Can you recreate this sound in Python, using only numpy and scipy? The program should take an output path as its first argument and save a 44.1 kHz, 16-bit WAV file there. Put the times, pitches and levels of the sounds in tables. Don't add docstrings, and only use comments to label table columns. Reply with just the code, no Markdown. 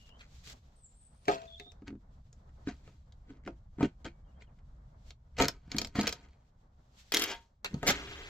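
import sys
import numpy as np
from scipy import signal
from scipy.fft import rfft, irfft, next_fast_len
from scipy.io import wavfile
from scipy.ndimage import uniform_filter1d, map_coordinates

SR = 44100
rng = np.random.default_rng(int(sys.argv[2]) if len(sys.argv) > 2 else 0)


def boost_factor(decibels):
    exponent = np.asarray(decibels, float) / 20
    return 10 ** exponent


def put_to_file(sound):
    columns = np.atleast_2d(sound).T
    safe = np.clip(columns, -1, 1)
    whole_steps = np.round(safe * 32767)
    wavfile.write(sys.argv[1], SR, whole_steps.astype(np.int16))


N = 365575
TIME = np.arange(N) / SR
HZ = np.maximum(np.fft.rfftfreq(next_fast_len(N), 1 / SR), 1)
FADE_DB = 30
CRACK_T60_S = 0.016

# frequency in Hz, level in dB, t60 in seconds.
PANEL_MODES = [(103, -20, 0.029), (146, -8.5, 0.12), (166.3, -6, 0.12), (210, 2.5, 0.078), (253.7, -5, 0.1),
               (280, 3, 0.052), (341.6, -6.5, .1), (364, -6, 0.075)]
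# frequency in Hz, level in dB, t60 in seconds.
BEZEL_MODES = [(458, 8.5, 0.057), (501, 5.5, 0.091), (575, 3.5, 0.062), (647, 2, 0.09), (705, 3, .06),
               (929, 2, 0.066), (968, 6.5, 0.012), (1260, -0.5, 0.062), (1484, -4.5, 0.037),
               (1800, -9.5, 0.029)]
# frequency in Hz, level in dB, t60 in seconds.
BOLT_MODES = [(709, -7.5, 0.17), (927, -2, 0.26), (1644, -5.5, 0.16), (2610, -0.5, 0.07),
              (2775, -5.5, 0.058), (3033, -4, 0.06), (3210, 0, 0.061), (3285, -13.5, 0.24),
              (3335, -13.5, 0.23), (3920, -5.5, 0.034), (4587, -7, 0.065), (4850, -6.5, 0.046)]
# start in seconds, crack level in dB, thud level in dB, crack frequency in Hz, thud focus in Hz.
SNAPS = [(4.046, -40, -39.5, 3870, 372), (5.414, -24.5, -31.5, 5640, 215), (5.4224, -13, -26, 4800, 290),
         (5.455, -26, -45, 4630, 256), (5.7656, -29.5, -35, 4500, 254), (5.784, -15.5, -34, 4460, 210),
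         (5.7171, -27, -49, 4400, 250), (5.8158, -22, -32.5, 4450, 215), (5.8475, -27, -43.5, 4280, 250),
         (6.0114, -24, -29, 4320, 357), (6.0705, -19.5, -36, 3200, 364), (7.742, -39.5, -25.5, 3480, 136),
         (7.872, -17.5, -35.5, 5700, 303), (7.878, -12, -36.5, 6460, 400), (7.889, -18.5, -31.5, 6050, 380),
         (7.896, -20.5, -35, 5510, 400)]
# peak time, rise and fall in seconds, level in dB.
RUSTLES = [(0.03, 0.33, 0.14, -71), (0.39, 0.46, 0.16, -67), (0.44, 0.0081, 0.28, -64),
           (0.53, 0.19, 0.017, -57.5), (1.33, 0.13, 0.12, -58.5), (1.6, 0.13, 0.071, -73.5),
           (2.85, 1, 0.47, -78), (5.1, 0.18, 0.056, -70), (1.45, 0.092, .5, -72.5),
           (7.36, 0.046, 0.25, -71), (7.0, 0.12, 0.45, -69.5), (7.08, 0.27, 0.29, -73.5)]


def unit(x):
    return x / np.sqrt(np.mean(x ** 2))


def over_hz(points):
    hz, value = np.transpose(points)
    return np.interp(np.log(HZ), np.log(hz), value)


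def shaped(x, gain):
    size = next_fast_len(N)
    return irfft(rfft(x, size) * gain, size)[..., :N]


def tinted(x, points):
    return shaped(x, boost_factor(over_hz(points)))


def walk(rate):
    k = int(SR / rate)
    held = np.repeat(rng.standard_normal(N // k + 1), k)
    return 1.3 * uniform_filter1d(uniform_filter1d(held, k), k)[:N]


def swells(rows):
    for peak_s, rise_s, fall_s, db, *rest in rows:
        corners = [peak_s - 3 * rise_s, peak_s, peak_s + 3 * fall_s]
        yield boost_factor(db + np.interp(TIME, corners, [-3 * FADE_DB, 0, -3 * FADE_DB])), rest


def add(out, s, sound):
    i = int(s * SR)
    out[i:i + len(sound)] += sound[:N - i]


def ring(modes, scatter_db, t, rise=0.00032, focus_hz=None, detune=0.018):
    hz, db, t60 = np.transpose(modes)[:, :, None]
    chance = rng.standard_normal((2, len(modes), 1))
    if focus_hz:
        db = db - 25 * np.log2(hz / focus_hz) ** 2
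    tones = np.sin(2 * np.pi * hz * (1 + detune * chance[1]) * t)
    y = np.sum(boost_factor(db + scatter_db * chance[0]) * tones * boost_factor(-60 * t / t60), axis=0)
    y = y * (1 - np.exp(-t / rise)) ** 2
    return y / np.abs(y).max()


def crack(hz, t60, t, q, broad_db):
    decay = boost_factor(-60 * t / t60) + .1 * boost_factor(-15 * t / t60)
    burst = rng.standard_normal(len(t)) * decay
    burst[0] = 4
    band = signal.butter(1, [1200, min(2.0 * hz, 15000)], "band", fs=SR, output="sos")
    base = signal.sosfilt(band, burst)
    y = boost_factor(broad_db) * base + signal.lfilter(*signal.iirpeak(hz, q, fs=SR), base)
    return y / np.abs(y).max()


def grit(rate, spread_db, fine):
    slips = (rng.random(N) < rate / SR) * boost_factor(spread_db * rng.standard_normal(N)) * rng.standard_normal(N)
    return unit(unit(slips) + fine * rng.standard_normal(N))


def resonated(x, hz, q):
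    return signal.lfilter(*signal.iirpeak(hz, q, fs=SR), x)


def blow(out, s, crack_db, crack_hz, ring_db, part, detune=0.018):
    t = TIME[:SR // 3]
    add(out, s, boost_factor(crack_db) * crack(crack_hz, CRACK_T60_S, t, q=2.8, broad_db=-7))
    add(out, s, boost_factor(ring_db) * ring(part, 2.8, t, rise=0.00045, detune=detune))


def thud(out, s, db, focus_hz):
    t = TIME[:SR // 3]
    # frequency in Hz, level in dB, t60 in seconds.
    wing_modes = [(106, -2, 0.02), (127.5, -1.5, 0.091), (151.4, 2, 0.064)]
    add(out, s, boost_factor(db) * ring(PANEL_MODES, 2.5, t, rise=0.0015, focus_hz=focus_hz))
    add(out, s, boost_factor(db - 8) * ring(wing_modes, 1.9, t, rise=0.001))


def dropped_housing():
    out = np.zeros(N)
    # frequency in Hz, level in dB, t60 in seconds.
    housing_modes = [(221, -40, 3.8), (330, -2.5, .1), (407, 8, 0.16), (530, 5, 0.11), (663.3, -9.5, 0.54),
                     (686, -15, .4), (622, 7.5, 0.08), (712, 4, 0.17), (846, -0.5, 0.11), (1249, -4, 0.13),
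                     (1010, -4, 0.065), (1656, -4.5, 0.065), (1965, -9.5, 0.084), (2350, -13, 0.057),
                     (3085, -15, .05), (4190, -24.5, .3), (4360, -24.5, 0.3)]
    # start in seconds, crack, ring and thud levels in dB, crack frequency in Hz.
    bounces = [(1.255, -44, -65, -68, 4270), (1.282, -21.5, -15.5, -55, 1870),
               (1.289, -42, -26.5, -41.5, 2120), (1.2982, -43, -30, -35, 4400),
               (1.315, -44, -36.5, -54, 4020), (1.3264, -40, -37, -51, 3780),
               (1.344, -33, -38, -60.5, 3540), (1.4182, -43.5, -53, -57, 3200),
               (1.598, -34.5, -45.5, -50, 2150), (1.6616, -58, -55, -52, 3700)]
    for s, crack_db, ring_db, thud_db, crack_hz in bounces:
        blow(out, s, crack_db, crack_hz, ring_db, housing_modes, detune=.004)
        thud(out, s, thud_db, focus_hz=330)
    return out


def bezel_knocks():
    out = np.zeros(N)
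    # start in seconds, crack, ring and thud levels in dB, thud focus in Hz.
    knocks = [(1.821, -59, -54.5, -40, 246), (1.8801, -36.5, -49.5, -35, 260),
              (1.9045, -53, -59, -36.5, 248), (1.927, -65, -59, -35, 240), (1.953, -65, -68, -38, 250),
              (2.6726, -36.5, -67, -24, 210), (2.8766, -49, -50.5, -53, 107), (3.303, -57, -56, -52, 323),
              (3.466, -65, -53, -35, 267), (3.476, -32, -34.5, -31.5, 330), (3.7847, -51.5, -45, -30, 268),
              (3.8066, -35.5, -28, -26.5, 127.7), (3.8291, -28, -24, -12, 279),
              (4.0557, -48, -35.5, -32.5, 333), (5.392, -34.5, -28, -37, 280), (5.4026, -23, -20, -32, 229),
              (5.434, -41.5, -22.5, -38, 249), (5.678, -60, -59, -46.5, 130),
              (5.7467, -38.5, -41, -26, 207), (5.9544, -33, -37, -29, 221),
              (5.9864, -40.5, -32, -17.5, 213.7), (5.9921, -25.5, -24.5, -31.5, 300),
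              (6.04, -32.5, -36, -28.5, 219), (7.83, -28, -26, -29.5, 325)]
    for s, crack_db, ring_db, thud_db, thud_hz in knocks:
        blow(out, s, crack_db, 1420, ring_db, BEZEL_MODES)
        thud(out, s, thud_db, thud_hz)
    return out


def snaps():
    out = np.zeros(N)
    # frequency in Hz, level in dB, t60 in seconds.
    catch_modes = [(2327, -1.5, 0.022), (4344, -0.5, 0.017), (4700, -3.5, 0.015), (6880, -3.5, 0.035)]
    for s, crack_db, thud_db, crack_hz, thud_hz in SNAPS:
        ring_db = crack_db + 0.61 * (thud_db - crack_db) - 8
        blow(out, s, crack_db, crack_hz, ring_db, BEZEL_MODES)
        thud(out, s, thud_db, thud_hz)
        add(out, s, boost_factor(crack_db - 5) * ring(catch_modes, 1.4, TIME[:SR // 3], rise=0.00018, detune=.04))
    return out


def clicks():
    out = np.zeros(N)
    # start in seconds, crack level in dB, crack frequency in Hz.
    short_clicks = [(0.0917, -47.5, 2800), (0.474, -36, 3700), (0.499, -36, 3450), (1.7191, -45.5, 5140),
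                    (2.3288, -47, 7000), (2.4928, -60, 1980), (3.123, -51, 3910), (3.437, -59, 2170),
                    (3.451, -53, 2230), (3.463, -47, 1900), (4.421, -50.5, 2050), (4.589, -60, 1690),
                    (5.106, -39, 3600), (5.3682, -42, 2290), (5.4455, -27, 4000), (5.483, -16.5, 4700),
                    (5.872, -35.5, 4994), (6.032, -29, 4430), (6.0766, -17, 4970), (6.0925, -23.5, 5130),
                    (6.111, -39, 3000), (6.1261, -22.5, 4440), (6.373, -72, 1573), (7.646, -23, 3270)]
    for s, db, hz in short_clicks:
        blow(out, s, db, hz, db - 18, BEZEL_MODES)
    return out


def rubs(stretch):
    # peak time, rise and fall in seconds, scrape level in dB,
    # weight of the push in dB (panel over scrape).
    contacts = [(0.212, 0.043, 0.055, -54, -15.5), (1.284, 0.017, 0.15, -48.5, 8),
                (1.345, 0.11, 0.17, -58.5, -9.5), (1.882, 0.025, 0.013, -55, 6),
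                (2.69, 0.031, 0.051, -46.5, 11), (2.872, 0.14, 0.14, -70, 14),
                (3.304, 0.068, 0.16, -68.5, 16), (3.476, 0.036, 0.073, -58.5, 19),
                (3.81, 0.026, 0.083, -47.5, 9.5), (3.856, 0.058, 0.0093, -58, 25.5),
                (4.054, 0.0094, 0.051, -45.5, 1), (4.424, 0.041, 0.037, -60.5, -3.5),
                (4.604, .1, 0.012, -85, -11), (5.384, 0.003, 0.14, -48.5, 3),
                (5.404, 0.031, 0.13, -38.5, 8), (5.45, 0.064, 0.055, -47, 7.5),
                (5.487, 0.0074, 0.014, -51, 1.5), (5.724, .06, 0.19, -62.5, 2), (5.79, 0.12, 0.14, -55, 8),
                (5.954, 0.0062, 0.31, -46.5, 5), (6.008, 0.066, 0.11, -44.5, 6),
                (6.074, 0.017, 0.041, -34.5, -8.5), (7.646, 0.0021, 0.053, -36.5, -9.5),
                (7.745, 0.054, 0.12, -64, 22.5), (7.83, 0.014, 0.4, -52.5, 13),
                (7.89, .07, 0.13, -35.5, -7)]
    # frequency in Hz, level in dB per Hz.
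    scrape_colour = [(900, -21), (1400, 4), (2300, 3), (3400, -1.5), (5000, -22.5)]
    # frequency in Hz, level in dB per Hz.
    fizz_colour = [(3000, -7), (4300, 8.5), (5400, 0), (7500, -1), (11000, -21), (16000, -19)]
    wall_hz = [1220, 1510, 1910, 2320, 2620, 3200, 3980, 4500, 5540, 6300, 7300]
    # ring over scrape in dB, one value a stretch.
    stretch_ring_db = [-6.5, 10, -2, 0, -2.5, -1.5]
    stretch_fizz_db = [-11.5, -16, -8, -4, -4.5, -9]
    mode_sway_db = 3.5

    slips = grit(900, 2.7, .9) * boost_factor(2.0 * walk(60))
    panel = unit(signal.fftconvolve(slips, ring(PANEL_MODES, 0, TIME[:SR // 4]))[:N])
    part = np.zeros(N)
    for hz, db, t60 in BEZEL_MODES:
        sway = boost_factor(db + mode_sway_db * walk(45))
        part += sway * resonated(slips, hz, hz * t60 / 2.0) * t60 ** .5
    part = unit(part)
    walls = sum(boost_factor(mode_sway_db * walk(70)) * resonated(slips, hz, 8.0) for hz in wall_hz)
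    hiss = unit(walls) + .4 * slips
    scrape = unit(tinted(hiss, scrape_colour))
    fizz = unit(tinted(hiss, fizz_colour))

    ring_db = np.array(stretch_ring_db)[stretch]
    fizz_db = np.array(stretch_fizz_db)[stretch]
    out = boost_factor(-6.5) * fizz * sum(gain for gain, _ in swells(RUSTLES))
    for gain, (push_db,) in swells(contacts):
        part_gain = boost_factor(ring_db + 0.33 * push_db)
        fizz_gain = boost_factor(fizz_db - 0.16 * push_db)
        out = out + gain * (scrape + part_gain * part + boost_factor(push_db) * panel + fizz_gain * fizz)
    return out


def bracket():
    out = np.zeros(N)
    # start in seconds, level in dB.
    bracket_hits = [(4.06, -66), (5.366, -61), (5.483, -61)]
    # frequency in Hz, level in dB, t60 in seconds.
    bracket_modes = [(2270, 3, 0.41), (2850, 2, .2)]
    for s, db in bracket_hits:
        add(out, s, boost_factor(db) * ring(bracket_modes, 2.5, TIME[:SR // 2], detune=.003))
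    return out


def driver_blows():
    out, t = np.zeros(N), TIME[:SR // 2]
    # start in seconds, level in dB.
    hammer_blows = [(7.1211, -16.5), (7.1453, -11.5), (7.1695, -12), (7.196, -17.5), (7.2202, -16.5),
                    (7.2388, -18.5)]
    # frequency in Hz, level in dB, t60 in seconds.
    case_modes = [(330, 2, 0.037), (416, -3, 0.038)]
    for s, db in hammer_blows:
        strike = crack(4500, 0.022, t, q=0.55, broad_db=1.5)
        strike += boost_factor(-25.5) * ring(BEZEL_MODES, 4.1, t)
        strike += boost_factor(-15.5) * ring(BOLT_MODES, 2.8, t, focus_hz=2880)
        add(out, s, boost_factor(db) * strike)
        if s > hammer_blows[0][0]:
            release = crack(2800, CRACK_T60_S, t, q=1.2, broad_db=9.0)
            release += boost_factor(-8.5) * ring(case_modes, 3.2, t, rise=0.00092)
            add(out, s - 0.0055, boost_factor(db - 7.5) * release)
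    return out


def braked_bolt():
    out = np.zeros(N)
    add(out, 7.315, boost_factor(-34) * ring(BOLT_MODES, 0, TIME[:SR // 2], detune=0.0021))
    return out


def driver_motor():
    # frequency in Hz, level in dB per Hz.
    gear_colour = [(120, -37), (200, -5), (380, -0.5), (821, -6.5), (916, -14.5), (1140, -7), (3190, -7),
                   (7410, -11.5), (8270, -19), (11900, -19), (16000, -27.5)]
    # frequency in Hz, level in dB per Hz.
    spin_colour = [(88, -38), (150, -17), (258, -15.5), (388, -3), (540, -10.5), (681, -12.5),
                   (1400, -10.5), (3280, -9), (5000, -19.5), (7410, -22.5), (8000, -25.5), (8660, -37),
                   (11100, -32.5), (15500, -46.5)]
    # frequency in Hz, relative level in dB.
    mesh_tones = [(393.0, -63.5), (1012, -78), (1615, -72), (2019, -69.5), (2374, -74), (3241, -69),
                  (3763, -75), (5701, -78.5), (6955, -83), (7892, -87), (8145, -89.5)]
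    # peak time, rise and fall in seconds, level in dB.
    brakings = [(7.318, 0.15, 0.027, -42)]
    # trigger, end of load and release in seconds, loaded and free levels in dB.
    runs = [(7.119, 7.235, 7.33, -48.5, -44.5), (7.864, 7.91, 8.4, -28, -45)]
    spin_up_s, unload_s, run_down_s = 0.0032, 0.021, 0.11

    teeth = grit(2500, 0.95, 1.2)
    gears = unit(tinted(teeth, gear_colour))
    spin = unit(tinted(teeth, spin_colour))
    waver = np.cumsum(1 + 0.0016 * walk(25)) / SR
    mesh = unit(sum(boost_factor(db + 2.9 * walk(26)) * np.sin(2 * np.pi * hz * waver) for hz, db in mesh_tones))
    out = gears * sum(gain for gain, _ in swells(brakings))
    for on, unload, off, loaded_db, free_db in runs:
        spin_up = np.clip((TIME - on) / spin_up_s, 0, 1)
        turning = spin_up * boost_factor(-FADE_DB * np.maximum(TIME - off, 0) / run_down_s)
        load = boost_factor(loaded_db - FADE_DB * np.maximum(TIME - unload, 0) / unload_s + 2.2 * walk(40))
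        sag_db = -20 * (TIME - unload) * (TIME > on)
        free = boost_factor(free_db + sag_db + 0.94 * walk(23))
        out = out + turning * (load * gears + free * (spin + boost_factor(-9.0) * mesh))
    return out


def echoes(x, t60):
    t = TIME[:SR // 3]
    noise = signal.lfilter(*signal.butter(1, 7000, fs=SR), rng.standard_normal(len(t)))
    tail = noise * boost_factor(-60 * t / t60)
    return signal.oaconvolve(x, tail / np.sqrt(np.sum(tail ** 2)))[:N]


def bird(notes, trill_hz, rough, trill_depth, far_db):
    call = np.zeros(N)
    wander = 1 + rough * walk(570)
    flutter = boost_factor(1.7 * walk(120))
    for s, length, first_hz, last_hz, db in notes:
        t = TIME[:int(length * SR)]
        pitch = np.linspace(first_hz, last_hz, len(t)) * wander[int(s * SR):][:len(t)]
        edges = np.clip(np.minimum(t, length - t) / 0.0027, 0, 1)
        add(call, s, boost_factor(db) * edges * np.sin(2 * np.pi * np.cumsum(pitch) / SR))
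    call = call * flutter * (1 + trill_depth * np.sin(2 * np.pi * trill_hz * TIME))
    return call + boost_factor(far_db) * echoes(call, 0.6)


def birds():
    # start and length in seconds, first and last frequency in Hz, level in dB.
    high_notes = [(.758, 0.075, 8240, 8290, -57), (.83, 0.038, 8100, 7130, -55.5),
                  (.865, 0.026, 7450, 7450, -65), (.945, 0.13, 8620, 8140, -53.5),
                  (1.01, 0.073, 7930, 8000, -65.5), (1.07, 0.2, 8800, 9350, -59)]
    low_notes = [(0.0, 0.13, 2850, 2850, -67.5), (0.1, 0.079, 2920, 3160, -70),
                 (1.47, 0.105, 3500, 3390, -55.5), (1.575, .14, 3610, 3640, -57.5)]
    far_notes = [(4.245, .03, 3150, 3150, -84), (4.275, .04, 2850, 2900, -84),
                 (4.32, .033, 2300, 3150, -83), (4.35, .043, 3150, 3250, -82),
                 (4.39, .065, 3150, 3200, -83), (4.47, .03, 3100, 2300, -82)]
    high = bird(high_notes, 140, 0.0081, 0.33, -5.5)
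    low = bird(low_notes, 90, 0.022, 0.7, -30)
    far = bird(far_notes, 49.0, .004, 0.3, -19)
    return high + low + far


def outside(stretch):
    # rumble, far hiss and leaves levels in dB.
    stretch_levels = [(-57.5, -69.5, -104.5), (-58, -75.5, -81.5), (-54, -72, -87), (-60.5, -75.5, -89),
                      (-57.5, -69, -87), (-53.5, -67.5, -72)]
    # deepest time, fall into and climb out of it in seconds, change in dB.
    lulls = [(0.802, 1, 0.19, -1), (7.58, 0.21, 0.115, -16.5)]
    # peak time, rise and fall in seconds, level in dB.
    surges = [(0.36, .5, 0.69, -56), (0.53, .5, 0.23, -53), (4.8, 2.1, 2, -56), (5.45, .3, 0.45, -52),
              (5.77, .3, .5, -50), (6.1, .6, .4, -53.5), (7.9, .5, 0.88, -49.5)]
    # frequency in Hz, level in dB per Hz.
    rumble_colour = [(11, -26.5), (18, -1), (54, 0.5), (70, 3), (80, -6.5), (92, -7.5), (138, -8.5),
                     (300, -36), (390, -56), (660, -120)]
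    hiss_colour = [(120, -26.5), (200, -5), (340, -18), (673, -16.5), (1090, -22.5), (1290, -25),
                   (2200, -36), (2860, -71.5), (4840, -120)]
    leaf_colour = [(940, -15.5), (1600, -10), (2990, -7), (3390, -5), (6470, -9.5), (8890, -8.5),
                   (16000, -22.5)]

    lull_db = sum(np.interp(TIME, [s - into, s, s + out], [0, db, 0]) for s, into, out, db in lulls)
    rumble, hiss, leaves = boost_factor(np.array(stretch_levels)[stretch].T + lull_db)
    rumble = np.hypot(rumble, sum(gain for gain, _ in swells(surges)))
    leaves = np.hypot(leaves, sum(gain for gain, _ in swells(RUSTLES)))
    mid = unit(tinted(rng.standard_normal(N), rumble_colour)) * rumble * boost_factor(0.69 * walk(4.2))
    side = 0
    for points, gain in ((hiss_colour, hiss), (leaf_colour, leaves)):
        pair = tinted(rng.standard_normal((2, N)), points)
        pair = pair / np.std(pair) * gain * boost_factor(3.1 * walk(32))
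        mid, side = mid + pair[0], side + pair[1]
    return mid, side


def scene():
    # start in seconds, lead of the left in milliseconds, left minus right in dB.
    directions = [(0, .12, .3), (.55, .43, 1.0), (1.72, .07, .2), (5.12, .04, .2), (7.115, .06, 1.5),
                  (7.63, .15, .3)]
    sheen_db = [7, -1, -3.5, 4, 8.5, 5.5]
    since, lead_ms, pan_db = np.transpose(directions)
    stretch = np.searchsorted(since, TIME, side="right") - 1
    near = dropped_housing() + bezel_knocks() + snaps() + clicks() + rubs(stretch) + bracket()
    near = near + driver_blows() + braked_bolt() + driver_motor() + birds()
    treble = shaped(near, np.clip((HZ - 8000) / 1500, 0, 1))
    near = near + (boost_factor(np.array(sheen_db)[stretch]) - 1) * treble

    lead = (lead_ms[stretch] + 0.052 * walk(70)) * SR / 1000
    left, right = (boost_factor(k * pan_db[stretch] / 2) * map_coordinates(near, [np.arange(N) + k * lead / 2], order=3)
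                   for k in (1, -1))
    air_mid, air_side = outside(stretch)
    mid = boost_factor(-12.5) * echoes(near, 0.093) + air_mid
    side = boost_factor(-14) * echoes(near, 0.11) + air_side
    return np.array([left + mid + side, right + mid - side])


def roll_off(x):
    return signal.sosfilt(signal.butter(12, 16490, fs=SR, output="sos"), x)


def record(dry):
    # frequency in Hz, gain in dB.
    width = [(60, -55.5), (110, -54.5), (200, -48), (380, -16), (700, 1.5), (1290, 1.5), (2380, 0),
             (4400, -2), (8120, 0), (15000, -3.5)]
    # frequency in Hz, gain in dB.
    treble_colour = [(20, -1.5), (6500, 1.5), (7800, -1.5), (8800, -20.5), (10500, -10.5), (13000, -4.5),
                     (16000, -11.5)]
    ceiling = .4
    mid = (dry[0] + dry[1]) / 2
    side = tinted((dry[0] - dry[1]) / 2, width)
    heard = tinted(np.array([mid + side, mid - side]), treble_colour)
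    heard = ceiling * np.tanh(heard / ceiling)
    cut = signal.sosfilt(signal.ellip(8, .2, 70, 16000, fs=SR, output="sos"), heard)
    return roll_off(cut)


dry = scene()
out = record(dry)
put_to_file(out)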